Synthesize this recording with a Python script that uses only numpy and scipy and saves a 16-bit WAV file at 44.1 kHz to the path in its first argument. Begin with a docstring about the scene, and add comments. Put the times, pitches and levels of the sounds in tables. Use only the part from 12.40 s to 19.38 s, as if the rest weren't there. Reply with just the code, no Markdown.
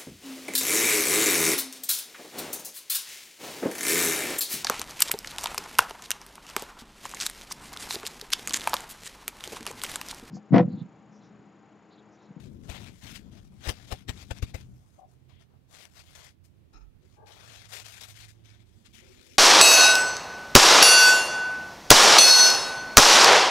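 """Leaves rustle up close, over the low rumble of a hand shifting on a hand-held camera.
Leafy greens are being laid out on a wooden board. Leaves, hand and a paper towel stick and slip
in many tiny clicks near the left microphone opening (the port); several times they brush right
over it and push a puff of air in. Things knock softly in the kitchen, a faint motor hums behind
the low room noise, and a soft rising moan comes in near the end."""
import sys
import numpy as np
from scipy import signal
from scipy.fft import rfft, irfft, next_fast_len
from scipy.io import wavfile
from scipy.ndimage import uniform_filter1d

SR = 44100
rng = np.random.default_rng(int(sys.argv[2]) if len(sys.argv) > 2 else 0)


def dump(signal):
    """Clip the signal to [-1, 1] and save it as 16-bit WAV at the path in sys.argv[1]."""
    limited = np.clip(np.atleast_2d(signal).T, -1, 1)
    pcm = np.round(limited * 32767).astype(np.int16)
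    wavfile.write(sys.argv[1], SR, pcm)


N = 307906
T = np.arange(N) / SR
HZ = np.fft.rfftfreq(next_fast_len(N, True), 1 / SR)

# tone colour of the room noise on each side: f/Hz, level/dB
ROOM_LEFT_COLOUR = [(20, -16), (80, 6), (200, -0.5), (350, 8), (450, -1), (620, -3.5), (1300, -15.5),
                    (2400, -15), (4500, -20), (8000, -23), (15000, -29.5)]
ROOM_RIGHT_COLOUR = [(20, -35.5), (45, -2), (85, 5), (150, -2.5), (290, -12.5), (500, -26.5), (1200, -33),
                     (3500, -36), (7500, -50.5), (10500, -45), (15500, -44.5)]
# a far motor swells and fades: t/s, level/dB, rise/s, hold/s, fall/s, f/Hz
MOTOR_SWELLS = [(2.32, -54, .36, 0.06, 0.064, 130.3), (2.744, -59.5, 0.09, .27, 0.18, 127),
                (5.2, -54, 0.27, 0.97, 0.14, 109)]

# touches that make something ring: t/s, level/dB, rise/s, hold/s, fall/s
HOLLOW_KNOCKS = [(2.592, -46, 0.0087, 0.0043, 0.0037), (2.615, -50.5, 0.008, 0.024, 0.031)]
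PLATE_CLACKS = [(4.337, -55.5, .004, .04, 0.027), (4.412, -65.5, .008, 0.014, 0.033)]
LOW_THUDS = [(4.36, -46.5, 0.02, 0.012, 0.02), (4.45, -47, 0.028, 0.088, 0.032)]
ROOM_SCRAPES = [(4.79, -52.5, 0.014, 0.052, 0.035), (4.91, -54.5, 0.027, 0.015, 0.024)]
FINGER_SCUFFS = [(.08, -53.5, 0.041, 0.082, 0.059), (4.25, -63.5, 0.033, 0.033, 0.014),
                 (4.63, -61, 0.022, .03, 0.011), (6.67, -57.5, 0.067, 0.03, 0.046),
                 (6.84, -60, 0.095, 0.11, 0.039)]  # on the camera case
STALK_CREAKS = [(.35, -44, 0.0072, 0.032, 0.0075), (.68, -47.5, 0.017, 0.015, 0.017),
                (2.9, -66.5, 0.0095, 0.13, 0.014), (3.68, -60.5, 0.011, 0.017, 0.012),
                (6.56, -58, 0.011, 0.05, 0.03)]
# the tones (modes) each of those things rings at: f/Hz, width/Hz, relative level/dB
KNOCK_TONES = [(608, 110, -3.5), (741, 68, 3), (975, 260, -10.5)]
PLATE_TONES = [(312, 180, -3.5), (834, 140, -7), (1300, 130, -1.5), (1740, 250, -13.5), (2490, 420, -8),
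               (4000, 590, -10.5), (5300, 430, -7), (6500, 350, -11.5)]
THUD_TONES = [(44, 12, 0)]
SCRAPE_TONES = [(447, 65, -5), (637, 130, -5.5), (852, 79, -1), (1155, 67, -12), (1590, 140, -15.5)]
SCUFF_TONES = [(363, 52, 2), (509, 120, -6)]
STALK_TONES = [(2090, 700, -4), (3170, 1000, 0)]

# the hand shifts on the case: t/s, length/s, low part level/dB, upper part level/dB
HAND_SHIFTS = [(-.03, 0.53, -47, -45.5), (0.619, .28, -49.5, -47), (.9, 0.8, -51.5, -55),
               (1.666, 0.67, -49, -52.5)]
# tone colour of the low and upper parts of that rumble: f/Hz, level/dB
HAND_LOW_COLOUR = [(15, -26), (40, -2.5), (125, 4.5), (170, -15.5), (260, -21), (600, -67)]
HAND_UPPER_COLOUR = [(80, -10), (190, 5.5), (370, -9), (520, -19.5), (1200, -54)]
# crisp snaps: t/s, peak level/dB
CRISP_SNAPS = [(0.2994, -27), (1.2755, -22), (1.2936, -16), (1.9097, -23), (1.986, -30.5), (3.4539, -30.5),
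               (3.594, -38.5), (4.664, -57), (5.127, -39.5), (6.463, -42), (6.816, -53)]
# brushes over the port: t/s, scratch level/dB, treble gain/dB, rise/s, fall/s, air puff level/dB
PORT_BRUSHES = [(0.298, -35, -1, 0.0045, .0068, -25.5), (1.276, -32.5, 1.5, 0.024, 0.018, -21),
                (1.292, -22, 4, 0.0049, .011, -19.5), (1.527, -27.5, -1, 0.013, 0.0097, -22),
                (1.695, -26.5, -2.5, 0.0099, .011, -21.5), (1.913, -26.5, -5, 0.0053, .0065, -22),
                (2.03, -31, 3, 0.0059, 0.0097, -15), (2.147, -35, 2, 0.0055, 0.014, -23.5)]
# tone colour of brushing and of rubbing: f/Hz, level/dB
SCRATCH_COLOUR = [(160, -4.5), (280, 3), (618, -1), (782, -0.5), (990, -8.5), (1670, -5), (2680, -6),
                  (2910, -8), (3810, -5.5), (4220, -10), (5250, -11.5), (7730, -17), (15700, -27)]
RUSTLE_COLOUR = [(240, -35.5), (400, -8), (751, -1.5), (862, -5.5), (1320, -6), (2130, -1), (2300, -1),
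                 (2940, -2.5), (3330, 0.5), (4590, -2.5), (6250, -1.5), (8360, -5.5), (12300, -10),
                 (15700, -17.5)]
# a leaf edge catches and lets go: t/s, level/dB
LEAF_CATCHES = [(.236, -61), (.638, -53), (0.921, -59.5), (2.896, -69), (3.006, -66), (3.311, -59),
                (3.753, -41), (3.845, -45.5), (4.331, -62), (5.125, -51), (5.326, -44), (5.449, -50),
                (5.61, -39.5), (5.891, -54), (6.461, -58.5), (6.544, -50), (6.869, -53.5)]
# strokes of rubbing: t/s, length/s, level/dB, growth/dB, body (bass) gain/dB, fizz (treble) gain/dB
RUB_STROKES = [ (-.02, .1, -58, -11, -5.5, -8.5), (.08, 0.16, -72.5, -3, 5, -1.5),
               (.222, 0.074, -62, -2, 1.5, -4.5), (0.276, 0.095, -48, -1, 0, -5),
               (.38, .11, -49, -2.5, -4.5, -8.5), (.49, 0.22, -61, 10, -8, -2.5),
               (0.611, 0.11, -48, 1, -7.5, -4.5), (0.733, 0.035, -41.5, -4.5, -15.5, -5.5),
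               (.79, 0.1, -68, 2, 1.5, -7), (.902, 0.091, -59.5, 2.5, -2, -10),
               (1.0, 0.077, -66.5, 0, -4, -3), (1.1, 0.086, -70.5, 2, 2.5, -2),
               (1.185, .072, -53.5, 16, -7.5, -8.5), (1.31, .14, -54.5, -0.5, -5.5, -9.5),
               (1.46, 0.039, -51.5, -2, -8, -6), (1.541, 0.083, -56, -8.5, -6.5, -8),
               (1.71, 0.12, -54, 13, -9.5, -8), (1.84, 0.088, -60.5, 8, -9, -5),
               (1.927, 0.053, -56, 13.5, -7.5, -10), (2.05, 0.05, -55, 3, -8, -8),
               (2.155, 0.057, -56.5, 8, -6.5, -6.5), (2.23, 0.37, -77, 3, 4, 3.5),
               (2.671, 0.067, -79, -2, 3, 6), (2.882, 0.075, -67.5, -13, 2.5, -10.5),
               (2.988, 0.036, -63, -3, -2, -8), (3.08, 0.076, -82, -3, 14.5, -9),
               (3.27, 0.065, -70.5, 17, 1, 2), (3.324, 0.13, -52.5, 0, -7.5, -4.5),
               (3.47, 0.11, -67.5, 9, -6, -1), (3.538, 0.069, -55.5, 6.5, -8.5, -5),
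               (3.62, 0.14, -61, 8, -4, -3), (3.735, 0.16, -53.5, -4, -6.5, -5.5),
               (4.032, 0.02, -69, 4.5, -12, 5), (4.6, .16, -71.5, 7, -6, -4),
               (4.855, 0.31, -53.5, 4, -6.5, -7.5), (5.1, .16, -52.5, 1.5, -8, -8),
               (5.273, 0.049, -53, 10, -8.5, -1), (5.315, .1, -40, -8.5, -9.5, -5.5),
               (5.439, .15, -47, -5, -11.5, -5), (5.596, 0.055, -45.5, -0.5, -11, -2),
               (5.664, 0.045, -49, 3, -9.5, -1.5), (5.735, 0.11, -49.5, 3.5, -13.5, -7),
               (5.872, 0.04, -55, -7, -22, -1.5), (5.93, 0.12, -73, -6, -6, -7),
               (6.032, 0.13, -60, -4, -10.5, -10), (6.172, 0.049, -64, -1, -10, -9),
               (6.25, .27, -71, 2, -9, -2), (6.439, 0.024, -57.5, 7, -19, -8),
               (6.525, 0.078, -54.5, -4, -15, -3.5), (6.61, 0.19, -58.5, 3, -9.5, -6.5),
               (6.795, 0.17, -58.5, 0, -23, -3.5)]
# what reaches the far (right) port from the near (left) one: f/Hz, gain/dB
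FAR_PORT_GAIN = [(60, -13), (250, -8.5), (600, -24), (1000, -21.5), (1650, -22), (2600, -26.5),
                 (3300, -26.5), (4600, -27), (6300, -34), (7700, -32.5), (9700, -16.5), (11500, -21),
                 (15000, -31.5)]


def amp(db):
    return 10 ** (np.asarray(db) / 20)


def unit(x):
    """Scale a signal to an average (RMS) size of 1."""
    return x / np.sqrt(np.mean(x ** 2) + 1e-20)


def shape(points):
    """Gain at every frequency, drawn through a few (Hz, dB) points."""
    hz, db = np.transpose(points)
    return amp(np.interp(np.log(HZ + 1), np.log(hz), db))


def peak(hz, width):
    """Gain that favours one ringing tone."""
    return 1 / (1 + (2 * (HZ - hz) / width) ** 2)


def below(hz, steepness):
    """Gain that lets through what lies below hz."""
    return 1 / (1 + (HZ / hz) ** steepness)


def filtered(x, gain):
    size = next_fast_len(N, True)
    return irfft(rfft(x, size) * gain, size)[:N]


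def noise(gain):
    return unit(filtered(rng.standard_normal(N), gain))


def wander(hz):
    """A random drift of size 1, changing up to about hz times a second."""
    return noise(below(hz, 4))


def swell(s, rise, hold, fall):
    """Loudness curve that grows to 1 at time s, holds and dies away."""
    return np.exp(-(np.maximum(s - T, 0) / rise) ** 1.73 - np.maximum(T - s - hold, 0) / fall)


def stroke(start, length, growth_db, attack, release):
    """Loudness curve of a slide: a quick start, an even growth or decline, then a fade."""
    t = T - start
    hold = amp(growth_db * (np.clip(t / length, 0, 1) - .5))
    return np.clip(t / attack, 0, 1) * hold * np.exp(-np.maximum(t - length, 0) / release)


def room_noise():
    """Low, slightly wavering noise, different on each side."""
    left = amp(-68) * noise(shape(ROOM_LEFT_COLOUR)) * amp(1.3 * wander(3.6))
    right = amp(-56) * noise(shape(ROOM_RIGHT_COLOUR)) * amp(.5 * wander(13))
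    return np.array([left, right])


def moan(start=6.15, start_hz=188.7, climb_hz_per_s=92):
    """Two soft bands of noise come in and climb in pitch together."""
    hz = start_hz + climb_hz_per_s * (T - start)
    phase = 2 * np.pi * np.cumsum(hz) / SR
    level = amp(-65.5) * swell(start, rise=.13, hold=1, fall=1)
    lower = level * unit(wander(25) * np.cos(phase))
    upper = level * unit(wander(78) * np.cos(1.6 * phase))
    return amp([[-14], [0]]) * lower + amp([[-7], [-12]]) * upper  # left and right gains


def motor(sag_hz_per_s=2):
    """A far motor's wavering hum, mostly on the right; its pitch sags during each swell."""
    drift, hum = 1 + 0.017 * wander(11.2), np.zeros(N)
    for s, db, rise, hold, fall, hz in MOTOR_SWELLS:
        pitch = (hz - sag_hz_per_s * (T - s)) * drift
        tone = np.sqrt(2) * np.sin(2 * np.pi * np.cumsum(pitch) / SR)
        hum += amp(db) * swell(s, rise, hold, fall) * tone
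    return amp([[-16], [0]]) * hum * amp(1.5 * wander(8))


def kitchen_echo(x, t60):
    """Short blurred echo from counter and walls, falling 60 dB in t60 seconds."""
    t = np.arange(SR // 3) / SR
    tail = rng.standard_normal(len(t)) * amp(-60 * t / t60) * (t > .001)
    return signal.oaconvolve(x, tail / np.linalg.norm(tail))[:N]


def ringing(touches, tones, ports_db):
    """Rough contact keeps a thing's tones ringing; each port hears its own mix."""
    hz, width, db = np.transpose(tones)
    share = amp(db) / np.linalg.norm(amp(db))
    out = np.zeros((len(ports_db), N))
    for k in range(len(tones)):
        linger = np.sqrt(width.min() / width[k])  # wide tones die sooner
        force = sum(amp(level_db) * swell(s, rise, hold, fall * linger)
                    for s, level_db, rise, hold, fall in touches)
        for channel in out:
            channel += share[k] * np.std(force) * unit(force * noise(peak(hz[k], width[k])))
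    return amp(ports_db)[:, None] * out


def knocks():
    """Things are bumped or scraped and ring briefly, each with its left and right gain."""
    return (ringing(HOLLOW_KNOCKS, KNOCK_TONES, ports_db=[0, -13])
            + ringing(PLATE_CLACKS, PLATE_TONES, ports_db=[0, -7])
            + ringing(LOW_THUDS, THUD_TONES, ports_db=[-32, 0])
            + ringing(ROOM_SCRAPES, SCRAPE_TONES, ports_db=[0, -11])
            + ringing(FINGER_SCUFFS, SCUFF_TONES, ports_db=[0, -12]))


def hand_rumble():
    """The hand creeps over the camera case and rumbles until it settles."""
    low, upper = noise(shape(HAND_LOW_COLOUR)), noise(shape(HAND_UPPER_COLOUR))
    out = np.zeros(N)
    for start, length, low_db, upper_db in HAND_SHIFTS:
        shift = stroke(start, length, growth_db=0, attack=0.025, release=0.056)
        out += shift * (amp(low_db) * low + amp(upper_db) * upper)
    return out


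def far_port(near, hand, delay_s=.0004):
    """The right port hears the same contact later, weaker and with more of the room."""
    delay = np.exp(-2j * np.pi * HZ * delay_s)
    early_echo = filtered(kitchen_echo(near, t60=.04), HZ / (HZ + 400))
    arriving = .7 * (near + early_echo) + amp(-2) * kitchen_echo(near, t60=0.1)
    return filtered(arriving, delay * shape(FAR_PORT_GAIN)) + amp(-13.5) * filtered(hand, delay)


def creaking():
    """Stalks creak as they slide."""
    return ringing(STALK_CREAKS, STALK_TONES, ports_db=[0])[0]


def snapping(fall_s=0.0011):
    """Single crisp cracks, each a tiny burst of noise."""
    out, t = np.zeros(N), np.arange(256) / SR
    soften = signal.butter(2, 7000, fs=SR)
    for s, db in CRISP_SNAPS:
        crack = signal.lfilter(*soften, rng.standard_normal(len(t)) * np.exp(-t / fall_s))
        out[round(s * SR):][:len(t)] += amp(db) * crack / abs(crack).max()
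    return out


def slips(per_s, spread_db, clump_db, clump_hz, patchy_db):
    """Surfaces stick and let go in clumps of tiny clicks; the shifting contact changes their colour."""
    size = amp(spread_db * np.minimum(rng.exponential(1, N), 4))
    clicks = size * rng.standard_normal(N) * (rng.random(N) < per_s / SR)
    clicks *= amp(clump_db * wander(clump_hz))
    spectra = signal.stft(clicks, nperseg=512)[2]
    # random louder and softer patches, smoothed over frequency and then over time
    patches = uniform_filter1d(rng.standard_normal(spectra.shape), size=6, axis=0)
    patches = unit(uniform_filter1d(patches, size=8, axis=1))
    return signal.istft(spectra * amp(patchy_db * patches))[1][:N]


def brushing(puff_hz=71.9, puff_width_s=0.0066, puff_delay_s=0.0032):
    """Each pass over the port scratches it and shoves a short puff of air into it."""
    clicks = slips(per_s=12000, spread_db=3.5, clump_db=0, clump_hz=250, patchy_db=3.5)
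    scratch = unit(filtered(clicks, shape(SCRATCH_COLOUR)))
    dull = filtered(scratch, below(6000, 4))
    fizz = scratch - dull
    out = np.zeros(N)
    for s, db, fizz_db, rise, fall, puff_db in PORT_BRUSHES:
        out += amp(db) * swell(s, rise, 0, fall) * (dull + amp(fizz_db) * fizz)
        t = T - s - puff_delay_s
        out += amp(puff_db) * np.exp(-(t / puff_width_s) ** 2) * np.sin(2 * np.pi * puff_hz * t)
    return out


def rubbing():
    """Leaves and paper slide in strokes, each with its own mix of low body and high fizz; edges catch."""
    case_ring = amp(-11) * peak(hz=1470, width=480)  # the camera case rings faintly
    colour = shape(RUSTLE_COLOUR) * (1 + case_ring)
    fine_slips = slips(per_s=9000, spread_db=-1, clump_db=1.3, clump_hz=84.5, patchy_db=2)
    rustle = filtered(fine_slips, colour)
    body, fizz = below(1300, 8), 1 - below(5400, 6)
    bands = np.array([unit(filtered(rustle, band)) for band in (body, 1 - body - fizz, fizz)])
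    power = np.zeros((3, N))
    for start, length, db, growth_db, body_db, fizz_db in RUB_STROKES:
        level = amp(db) * stroke(start, length, growth_db, attack=0.023, release=.018)
        power += np.outer(amp([body_db, 0, fizz_db]) ** 2, level ** 2)
    slide = (np.sqrt(power) * bands).sum(axis=0)
    rough_slips = slips(per_s=5000, spread_db=2.2, clump_db=1.3, clump_hz=200, patchy_db=2)
    crackle = unit(filtered(rough_slips, colour))
    catches = sum(amp(db) * swell(s, rise=0.0015, hold=0, fall=0.0098) for s, db in LEAF_CATCHES)
    return slide + crackle * catches


def scene():
    """Close sounds on the left, their faint copy on the right, and the kitchen around them."""
    near = rubbing() + brushing() + snapping() + creaking()
    hand = hand_rumble()
    contact = np.array([near + hand, far_port(near, hand)])
    return contact + knocks() + room_noise() + moan() + motor()


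def record(dry):
    """Cut off the very highest treble."""
    lowpass = signal.firwin(701, cutoff=15830, window=("kaiser", 9), fs=SR)
    return signal.oaconvolve(dry, lowpass[None], "same")


dry = scene()
out = record(dry)
dump(out)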